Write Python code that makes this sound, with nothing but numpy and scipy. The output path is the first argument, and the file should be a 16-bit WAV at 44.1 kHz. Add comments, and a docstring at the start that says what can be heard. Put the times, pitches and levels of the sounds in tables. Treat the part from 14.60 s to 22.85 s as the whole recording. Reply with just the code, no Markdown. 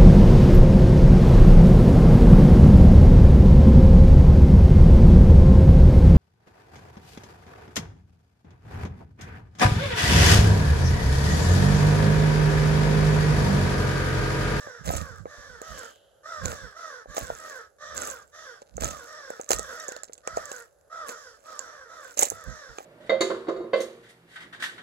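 """Slow steps over loose shale and dry branches on a wooded shore, with hoarse crows cawing throughout.
The first step lands at once, as moving air thumps on the hand-held microphone; a faint hiss follows at 1 s.
Each step grinds small chips, while slabs knock, flakes clink and twigs snap under the weight.
A loud burst of snaps comes near 4.9 s, one flake rings at 5.2 s, and the last step cracks at 7.6 s."""
import sys
import numpy as np
from scipy import signal
from scipy.fft import rfft, irfft, next_fast_len
from scipy.io import wavfile
from scipy.ndimage import map_coordinates

SR = 44100
rng = np.random.default_rng(int(sys.argv[2]) if len(sys.argv) > 2 else 0)


def unload_wav(signal):
    """Save mono or channel-first audio to the path in sys.argv[1] as 16-bit WAV at rate SR, clipped to [-1, 1]."""
    wavfile.write(
        sys.argv[1],
        SR,
        np.round(np.clip(np.atleast_2d(signal).T, -1, 1) * 32767).astype(np.int16),
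    )


N = 363820
TIME = np.arange(N) / SR

# Levels in the tables are relative: the functions set how loud each layer ends up.
# a foot lands and grinds: start_s, hold_s, chips_db, slabs_db, fade_db_per_s
STEPS = [(0.235, 0.135, -48.5, -47.5, 170), (1.82, 0.1, -54, -50.5, 190), (2.535, 0.05, -50, -49, 90),
         (3.34, 0.16, -48.5, -52, 170), (4.195, 0.06, -46, -43, 160), (4.885, 0.045, -42, -45, 300),
         (5.74, 0.05, -60, -63, 100), (6.46, 0.035, -50, -47, 400), (7.566, 0.07, -37.5, -44, 190)]
# the back foot drags and pushes off: middle_s, length_s, chips_db, slabs_db
SCUFFS = [(0.0, 0.22, -64, -66), (1.19, 0.34, -60, -58), (2.88, 0.3, -61, -62), (4.46, 0.25, -66, -68),
          (4.78, 0.24, -67, -63), (5.17, 0.35, -60, -63), (5.96, 0.22, -60, -70), (6.95, 0.36, -67, -64),
          (7.49, 0.22, -61, -66), (8.2, 0.16, -64, -61)]
# twigs and flakes crack: start_s, peak_db, body_db, sizzle_db, crack_ms
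SNAPS = [(0.289, -20, 2, 4, 1), (0.3664, -21, -14, 0, 2), (1.0172, -24, -10, 5, .4),
         (1.8569, -13, -9, -3, .5), (2.565, -19, -7, 0, 3), (2.5807, -20, -12, 2, 1.3),
         (2.8973, -30, -27, 1, .6), (3.3642, -25, -22, 0, 2.5), (3.3778, -16, -15, -1, .45),
         (3.451, -24, -24, 3, 2.5), (3.4738, -22, -26, 0, .5), (4.018, -40, -5, -5, 1),
         (4.1678, -26, -16, -2, .8), (4.207, -23, -20, -4, .8), (4.2346, -17.5, -12, -3, 1.8),
         (4.2442, -16, -23, -4, .5), (4.305, -25, -22, -4, 2), (4.7024, -22.5, -23, 6, .7),
         (4.8124, -24, -27, -7, .6), (4.8434, -32, -16, -3, .6), (4.8904, -19, -20, -4, .7),
         (4.8957, -22, -28, 10, .8), (4.9057, -4.5, -14, 4, .9), (4.9105, -12, -14, 0, .7),
         (4.9155, -4, -13, 2, .8), (4.9257, -15, -16, 2, .8), (4.9309, -8, -16, 1, 1.2),
         (4.9866, -18, -16, -4, .5), (4.9937, -14, -21, -7, .7), (5.0298, -25, -22, 0, .6),
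         (5.1992, -28, -21, -1, .6), (5.2815, -23, -26, -8, .8), (5.2895, -26, -18, -8, .6),
         (5.3206, -25, -16, 1, 1.4), (5.364, -26, -10, -3, .6), (5.4338, -22, -19, -7, .5),
         (5.4425, -31, -24, -6, .5), (5.5322, -27, -29, -3, 1), (5.5785, -35, -9, -9, .7),
         (5.674, -18, -10, -8, .8), (5.7687, -23, -24, -4, 1), (5.8550, -24, -28, 0, .7),
         (5.9162, -21, -14, -4, .6), (6.4925, -26, -26, 1, 2), (6.9922, -19, -24, -11, .45),
         (7.573, -21, -25, -4, 2.5), (7.5907, -7, -24, 1, .9), (7.5926, 1, -34, 0, .7),
         (7.6248, -6, -17, 1, .6), (7.6277, -11, -12, -4, .7), (7.6311, 3, -45, -3, .5),
         (7.6527, -19, -28, -5, .6), (7.6852, -23, -30, -2, .5), (7.7007, -5, -45, 3, .45),
         (7.8388, -23, -24, 12, .7), (8.1842, -21.5, 2, -3, .9)]
# slabs and hollow wood knock: start_s, peak_db, pitch_hz, treble_db
KNOCKS = [(0.072, -31, 580, -6), (0.304, -19.5, 740, -1), (0.337, -22, 240, -9), (0.656, -28, 470, -8),
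          (0.667, -37, 800, 0), (1.016, -32, 450, -5), (1.856, -26, 556, 0), (1.928, -30, 550, -3),
          (2.458, -38, 560, -12), (2.580, -20.5, 670, -5), (2.702, -19, 690, -1), (3.484, -30, 560, 0),
          (4.019, -36, 552, -4), (4.18, -26, 510, 2), (4.234, -26.5, 620, 2), (4.704, -25.5, 605, -3),
          (4.797, -28, 524, -5), (4.9055, -12.5, 500, 0), (4.9155, -21, 700, 4), (4.993, -27, 475, -3),
          (5.286, -28.5, 537, -9), (5.319, -35, 450, -6), (5.496, -39.5, 470, -2), (5.675, -23.5, 540, 0),
          (5.772, -16, 660, -5), (5.916, -30, 570, 0), (7.572, -30, 600, -8), (7.592, -22, 620, 0),
          (7.628, -17, 560, 0), (7.719, -28, 470, -3), (8.205, -35.5, 804, -2)]
# patches of flakes slide between steps: start_s, hold_s, level_db
SLIDES = [(3.96, .17, -73), (5.25, .35, -69)]
# the tones of one thin flake: pitch_hz, level_db, ring_s (time to fade by 60 dB)
CLINK_TONES = [(3763, -47, .05), (5846, -43, .056)]
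# tone colour of small chips, of slabs and of sliding flakes: frequency_hz, level_db
CHIP_COLOUR = [(200, -22), (600, 1), (1300, 3), (1800, -5), (2900, -8), (4000, -14), (7200, -5.5),
               (11000, -1), (15500, 1)]
SLAB_COLOUR = [(80, -35.5), (250, -3.5), (400, -4.5), (560, 7), (750, -1), (1100, -5), (1600, -0.5),
               (2300, -9), (6000, -16)]
SLIDE_COLOUR = [(500, 3), (4200, 0), (14000, -16)]
# crow calls: start_s, length_s, top_pitch_hz, level_db, brightness_db
CAWS = [(-0.15, 0.45, 613, -45.5, 4), (0.265, 0.37, 627, -45.5, -5), (0.656, 0.42, 612, -47.5, 3),
        (1.002, 0.32, 627, -43.5, 0), (1.632, 0.34, 661, -39.5, -3), (1.879, 0.28, 596, -45.5, 2),
        (2.139, 0.31, 658, -42, -2.5), (2.47, 0.35, 591, -45, 0), (2.771, 0.31, 634, -43, 1.5),
        (3.184, 0.35, 628, -42, -0.5), (3.349, 0.3, 617, -44.5, -8), (3.719, 0.29, 634, -46.5, 3),
        (4.201, 0.32, 653, -45.5, -11), (4.446, 0.39, 623, -45.5, 2.5), (4.874, 0.34, 631, -41.5, -3),
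        (5.06, 0.39, 660, -44.5, 6), (5.633, 0.43, 652, -42.5, 0), (6.298, 0.3, 657, -40, -10),
        (6.459, 0.33, 634, -50, -1), (6.84, 0.28, 640, -45.5, -11), (7.0, 0.31, 648, -48, 0),
        (7.27, 0.28, 668, -46.5, -2), (7.683, 0.31, 664, -47.5, 0), (7.852, 0.36, 644, -47.5, 3)]
# the course of one caw: share_of_length, pitch_curve (1 at the top), level_db, in_between_tones (0-1)
CAW_SHAPE = [(0, .93, -18, .2), (.1, .98, -2, .15), (.27, 1.0, 0.5, .12), (.45, .95, 0, .2),
             (.73, .79, -3, .3), (.9, .72, -9, .35), (1, .68, -22, .35)]
# tone colour of a crow's throat and of its hoarse noise: frequency_hz, level_db
THROAT_COLOUR = [(300, -42.5), (470, -4.5), (620, -6.5), (850, -21.5), (1080, -7), (1280, 2), (1550, 5.5),
                 (1880, -3), (2150, -17.5), (2600, -33.5), (3500, -37), (5600, -28.5), (8000, -61)]
HOARSE_COLOUR = [(250, -22), (560, -5), (850, -14), (1300, -2), (1750, -2), (2150, -14), (2600, -21),
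                 (3500, -11), (4200, -17), (5600, -10.5), (7500, -25), (10500, -22), (15000, -27)]
# air thumps on the microphone: peak_s, level_db, fade_s (time to fade by 20 dB), pitch_hz
GUSTS = [(0.068, -56, 0.05, 120), (0.215, -50, .06, 110), (0.28, -32.5, 0.08, 62), (0.36, -35.5, .09, 68),
         (0.415, -40, .06, 70), (0.515, -46, .06, 85), (0.605, -47, 0.1, 95), (0.79, -51, .04, 58),
         (0.9, -58, 0.25, 62), (1.115, -47, 0.09, 66), (1.848, -35.5, 0.11, 76), (2.04, -46.5, 0.06, 54),
         (2.495, -47, 0.05, 56), (2.63, -43, 0.05, 66), (2.705, -50, .08, 62), (3.36, -57, .3, 70),
         (4.165, -46, .1, 58), (4.228, -37.5, 0.12, 62), (4.955, -44, 0.11, 60), (5.745, -56, 0.16, 75),
         (7.73, -54, 0.08, 105), (7.885, -41, 0.07, 62), (8.1, -54, 0.05, 55)]
# tone colour of swirling air, of the far shore and trees, and of the thin hiss: frequency_hz, level_db
SWIRL_COLOUR = [(20, -40), (32, -14), (44, -1), (60, 0), (100, 2), (170, 2), (300, -12), (700, -38)]
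SHORE_COLOUR = [(25, -24), (60, -1), (120, -9.5), (260, -17.5), (550, 3), (1000, -18), (1500, -6),
                (2300, -28), (3000, -29), (4200, -28), (8000, -31), (11000, -14), (16000, -37.5)]
HISS_COLOUR = [(2000, -45), (2700, -13), (3050, 0), (3450, -10), (4200, -18), (6500, -35)]
# tone colour of the microphone's two openings: frequency_hz, left_db, right_db
MIC_COLOUR = [(900, 5, 6.5), (1300, -1, 4.5), (2350, 1.5, 1.5), (3640, 4.5, 5), (5620, 4, 9.5),
              (6700, 3.5, 15.5), (7750, 1, 14.5), (8530, 0, 2.5), (9040, -8.5, -14), (9760, 2, -2),
              (16200, -12, -10)]


def crunch(chips_db=7, slabs_db=5, slip_db=1.5, catch_db=3.2):
    """The sole grinds chips and shifts the slabs below; each size of chip catches on its own, and all slip
    together."""
    on_chips, on_slabs = foot_pressure()
    slips = gain_of(slip_db * wander(N, 70))
    chips = np.zeros((2, N))
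    for hz in np.geomspace(1800, 14500, 14):
        band = [(hz / 2, -26), (hz / 1.12, -10), (hz, 0), (hz * 1.12, -10), (hz * 2, -26)]
        rub = stereo(grains(130, 4.6, .14), grains(130, 4.6, .14), .7)
        rub *= gain_of(catch_db * wander(N, 60))
        chips += colour(rub, band, size=512)
    slabs = stereo(grains(300, 3.6, .4), grains(300, 3.6, .4), .95)
    return (gain_of(chips_db) * on_chips * unit_level(colour(chips * slips, CHIP_COLOUR))
            + gain_of(slabs_db) * on_slabs * unit_level(colour(slabs * slips, SLAB_COLOUR)))


def foot_pressure(scuff_edge_db=-16):
    """How hard the feet work the chips and the slabs: steps bite and settle, scuffs swell and fade."""
    strokes = [(envelope(s, hold, fade), levels) for s, hold, *levels, fade in STEPS]
    for s, length, *levels in SCUFFS:
        from_middle = np.minimum((2 * (TIME - s) / length) ** 2, 20)
        strokes.append((gain_of(scuff_edge_db * from_middle), levels))
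    return sum(np.outer(gain_of(levels), shape) for shape, levels in strokes)


def snaps(level_db=-4, bounce_db=-15, grit_db=-27, grit_s=.016, ring_hz=6800, ring_s=.03):
    """A twig or flake cracks, bounces once and rings, and a little grit settles after it."""
    out, t = np.zeros((2, N)), np.arange(SR // 16) / SR
    for s, db, body_db, sizzle_db, crack_ms in SNAPS:
        bounce_s = rng.uniform(.003, .011)
        first, second = np.maximum([t, t - bounce_s], 0) / (crack_ms / 1000)
        force = first * np.exp(1 - first) + gain_of(bounce_db) * second * np.exp(1 - second)
        force += gain_of(grit_db) * np.exp(-t / grit_s)
        force *= gain_of(2 * wander(len(t), 420))  # the break runs in ragged jerks
        crack = stereo_noise(len(t), .86) * force
        tones = np.sin(2 * np.pi * ring_hz * 2 ** rng.uniform(-1, 1, (4, 1)) * t).sum(0)
        ring = .07 * tones * gain_of(-60 * t / ring_s)
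        body = [(150, body_db - 7.5), (600, body_db + 18.5), (2900, body_db + 9),
                (5000, body_db / 3 - 2), (6500, .78), (8000, 0), (11000, sizzle_db)]
        hit = colour(crack + ring, body, size=512)
        hit = colour(hit, uneven_colour(6, 500, 6000), size=1024)  # no two pieces are alike
        hit[0] *= gain_of(-2)  # the flakes lie to the right
        add(out, s, gain_of(db + level_db) * hit / abs(hit).max())
    return out


def knocks(level_db=-1.5, usual_ring_s=.016):
    """A slab rocks onto its neighbour: a few tones that die quickly, and a dull rattle."""
    out, t = np.zeros((2, N)), np.arange(SR // 12) / SR
    body = [(60, -26), (200, -14), (350, -8), (520, 0), (850, 1), (1300, -4), (4000, -15), (9000, -19)]
    for s, db, hz, treble_db in KNOCKS:
        ring_s = usual_ring_s * rng.uniform(.7, 1.35)
        ring = 0
        for ratio, strength in [(.75, .25), (1, .91), (1.4, .45), (2.2, .55), (3.6, .4)]:
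            tone = np.sin(2 * np.pi * hz * ratio ** rng.uniform(.7, 1.3) * t)
            ring += strength * tone * gain_of(-60 * t * ratio ** .5 / ring_s)
        rattle = unit_level(colour(stereo_noise(len(t), .88), SLAB_COLOUR, size=1024))
        hit = colour(ring + .2 * rattle * np.exp(-t / .011), body, size=2048)
        hit = colour(hit, [(800, 0), (3000, treble_db)], size=512)
        add(out, s, gain_of(db + level_db) * hit / abs(hit).max())
    return out


def trickle(ticks_db=-64, ticks_per_s=50):
    """Loosened chips tick faintly after each step, and duller flakes slide in short patches."""
    settling = sum(envelope(s, hold, fade_db_per_s=30) for s, hold, *_ in STEPS)
    ticks = stereo(grains(ticks_per_s, 4), grains(ticks_per_s, 4), .8)
    ticks = unit_level(colour(ticks, CHIP_COLOUR))
    sliding = sum(gain_of(db) * envelope(s, hold, fade_db_per_s=200) for s, hold, db in SLIDES)
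    flakes = unit_level(colour(grains(90, 3), SLIDE_COLOUR))
    return gain_of(ticks_db) * settling * ticks + sliding * flakes


def clink(start_s=5.1995):
    """A thin flake tips over and rings freely."""
    out, t = np.zeros((2, N)), np.arange(SR // 10) / SR
    ring = sum(gain_of(db - 60 * t / ring_s) * np.sin(2 * np.pi * hz * t)
               for hz, db, ring_s in CLINK_TONES)
    add(out, start_s, np.array([ring, ring]))
    return out


def crows(level_db=-1.5, usual_caw_db=-45):
    """Crows caw over one another, blurred by the trees; weaker calls are hoarser."""
    out = np.zeros((2, N))
    for s, length, top_hz, db, bright_db in CAWS:
        hoarse_db = -7.7 - .6 * (db - usual_caw_db)
        pitch_fall = rng.uniform(1.05, 1.5)
        add(out, s, caw(length, top_hz, db, bright_db, pitch_fall, hoarse_db))
    out[1] = np.roll(out[1], 4)  # reaches the right side just after the left
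    return gain_of(level_db) * echo(out, ring_s=.14, echo_db=-5)


def caw(length, top_hz, db, bright_db, pitch_fall, hoarse_db, rasp_hz=75):
    """A rough call that rises, then falls; faint tones sound between its harmonics, like the calls of other
    crows overlapping it."""
    n = int(length * SR)
    share, *columns = np.transpose(CAW_SHAPE)
    arch, swell_db, between = (np.interp(np.linspace(0, 1, n), share, c) for c in columns)
    wobble = 1 + .033 * wander(n, 220) + .018 * wander(n, 25)
    cycles = np.cumsum(top_hz * arch ** pitch_fall * wobble) / SR
    k = np.arange(1, 22)[:, None]  # even k: harmonics; odd k: the tones between them
    strength = np.where(k % 2, between, 1)
    tones = (strength * np.cos(np.pi * k * cycles + 2 * np.pi * rng.random(k.shape))).sum(0)
    rasp = np.sin(2 * np.pi * np.cumsum(rasp_hz * (1 + .28 * wander(n, 43))) / SR)
    tones *= (1 + rasp / 2) * gain_of(2 * wander(n, 60.4))
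    voice = unit_level(colour(tones, THROAT_COLOUR)) + gain_of(hoarse_db) * hoarseness(n)
    voice = colour(voice, [(700, .012), (1270, -bright_db / 2), (1800, bright_db / 2), (2600, .025)])
    return gain_of(db + swell_db) * unit_level(voice)


def hoarseness(n, drift=.07):
    """Throat noise whose colour differs from caw to caw and drifts as the beak moves."""
    noise = colour(stereo_noise(2 * n, .64), HOARSE_COLOUR)
    noise = colour(noise, uneven_colour(3.5, 2500, 9000, count=12), size=512)
    speed = np.exp(drift * np.linspace(1, -1, n) * rng.uniform(-.4, 1.4))
    return unit_level(np.array([map_coordinates(side, [np.cumsum(speed)], order=3) for side in noise]))


def air_thumps(level_db=-1, swirl_db=-3, left_db=-24, right_db=3):
    """The microphone swings through the air, which thumps and swirls on its right opening."""
    out, t = np.zeros((2, N)), np.arange(-SR // 5, SR // 2) / SR
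    for s, db, fade_s, hz in GUSTS:
        from_peak = np.maximum(t, -t / .45) / fade_s  # builds faster than it fades
        cycles = np.cumsum(hz * np.exp(.17 * wander(len(t), 50))) / SR + rng.random((2, 1))
        swirl = unit_level(colour(rng.standard_normal((2, len(t))), SWIRL_COLOUR, size=8192))
        thump = np.sqrt(2) * np.sin(2 * np.pi * cycles) + gain_of(swirl_db) * swirl
        add(out, s + t[0], gain_of(level_db + db - 20 * from_peak) * thump)
    return out * gain_of([[left_db], [right_db]])


def shore(level_db=-68, hiss_db=-61):
    """The quiet of the far shore and trees, with one brief thin hiss."""
    hush = unit_level(colour(stereo_noise(N, .32), SHORE_COLOUR)) * gain_of(level_db + wander(N, 2))
    hiss = unit_level(colour(stereo_noise(N, .59), HISS_COLOUR))
    return hush + gain_of(hiss_db) * hiss * envelope(start_s=1, hold_s=.25, fade_db_per_s=60, rise_s=.12)


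def echo(x, ring_s, echo_db):
    """Adds the soft echo of the bank and trees."""
    t = np.arange(SR // 2) / SR
    tail = rng.standard_normal((2, len(t))) * gain_of(-60 * t / ring_s) * (1 - np.exp(-t / .0061))
    tail /= np.linalg.norm(tail, axis=1, keepdims=True)
    return x + gain_of(echo_db) * signal.oaconvolve(x, tail, axes=1)[:, :N]


def grains(per_s, spread_db, rubbing=0):
    """Tiny random hits of very unequal size, with optional rubbing noise."""
    sizes = gain_of(spread_db * np.minimum(rng.exponential(1, N), 4))
    hits = sizes * (rng.random(N) < per_s / SR) * rng.choice([-1, 1], N)
    return unit_level(hits) + rubbing * rng.standard_normal(N)


def envelope(start_s, hold_s, fade_db_per_s, rise_s=.03):
    """A level that rises, stays up until hold_s after the start, then dies away."""
    t = TIME - start_s
    return np.clip(t / rise_s, 0, 1) * gain_of(-fade_db_per_s * np.maximum(t - hold_s, 0))


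def colour(x, points, size=4096):
    """Filters by (frequency_hz, level_db) points; nothing rings ahead of a hit, so it stays sharp."""
    hz, db = np.transpose(points)
    bins_hz = abs(np.fft.fftfreq(size, 1 / SR))
    log_gain = np.log(gain_of(np.interp(np.log(bins_hz + 1), np.log(hz + 1), db)))
    taps = np.fft.ifft(np.exp(np.conj(signal.hilbert(log_gain)))).real[:size // 2]
    return signal.oaconvolve(x, taps.reshape((1,) * (x.ndim - 1) + (-1,)))[..., :x.shape[-1]]


def uneven_colour(depth_db, low_hz, high_hz, count=20):
    """A tone colour with random peaks and dips."""
    return np.column_stack([np.geomspace(low_hz, high_hz, count), depth_db * rng.uniform(-1, 1, count)])


def wander(n, hz):
    """A smooth random curve that moves about hz times a second."""
    size = next_fast_len(n)
    smoothing = np.exp(-(np.fft.rfftfreq(size, 1 / SR) / hz) ** 2)
    return unit_level(irfft(rfft(rng.standard_normal(size)) * smoothing, size)[:n])


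def stereo(a, b, likeness):
    """Left and right channels that share part of their sound."""
    return np.array([likeness * a + np.sqrt(1 - likeness ** 2) * b, a])


def stereo_noise(n, likeness):
    """White noise, partly alike on both sides."""
    return stereo(*rng.standard_normal((2, n)), likeness)


def add(mix, s, sound):
    """Adds a stereo sound at s seconds."""
    start = round(s * SR)
    sound = sound[:, max(-start, 0):]
    part = mix[:, max(start, 0):][:, :sound.shape[1]]
    part += sound[:, :part.shape[1]]


def gain_of(db):
    """Decibels to amplitude."""
    return 10 ** (np.asarray(db) / 20)


def unit_level(x):
    """Scales to an average (rms) level of 1."""
    return x / np.sqrt(np.mean(x ** 2) + 1e-20)


def scene():
    """Close footsteps with little echo, crows beyond them and air all round."""
    feet = crunch() + trickle() + snaps() + clink() + knocks()
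    feet[0] = np.roll(feet[0], 20)  # the feet are nearer the right, so the left hears them later
    return echo(feet, ring_s=.12, echo_db=-17) + crows() + air_thumps() + shore()


def record(dry, ceiling=.72, top_hz=16200):
    """Each microphone opening colours its side; loud peaks are rounded and the highest treble is cut."""
    mic = np.array(MIC_COLOUR)
    heard = np.array([colour(dry[0], mic[:, [0, 1]]), colour(dry[1], mic[:, [0, 2]])])
    rounded = ceiling * np.tanh(heard / ceiling)
    low_pass = signal.firwin(511, top_hz, window=("kaiser", 9), fs=SR)
    return signal.oaconvolve(rounded, low_pass[None], "same")


dry = scene()
out = record(dry)
unload_wav(out)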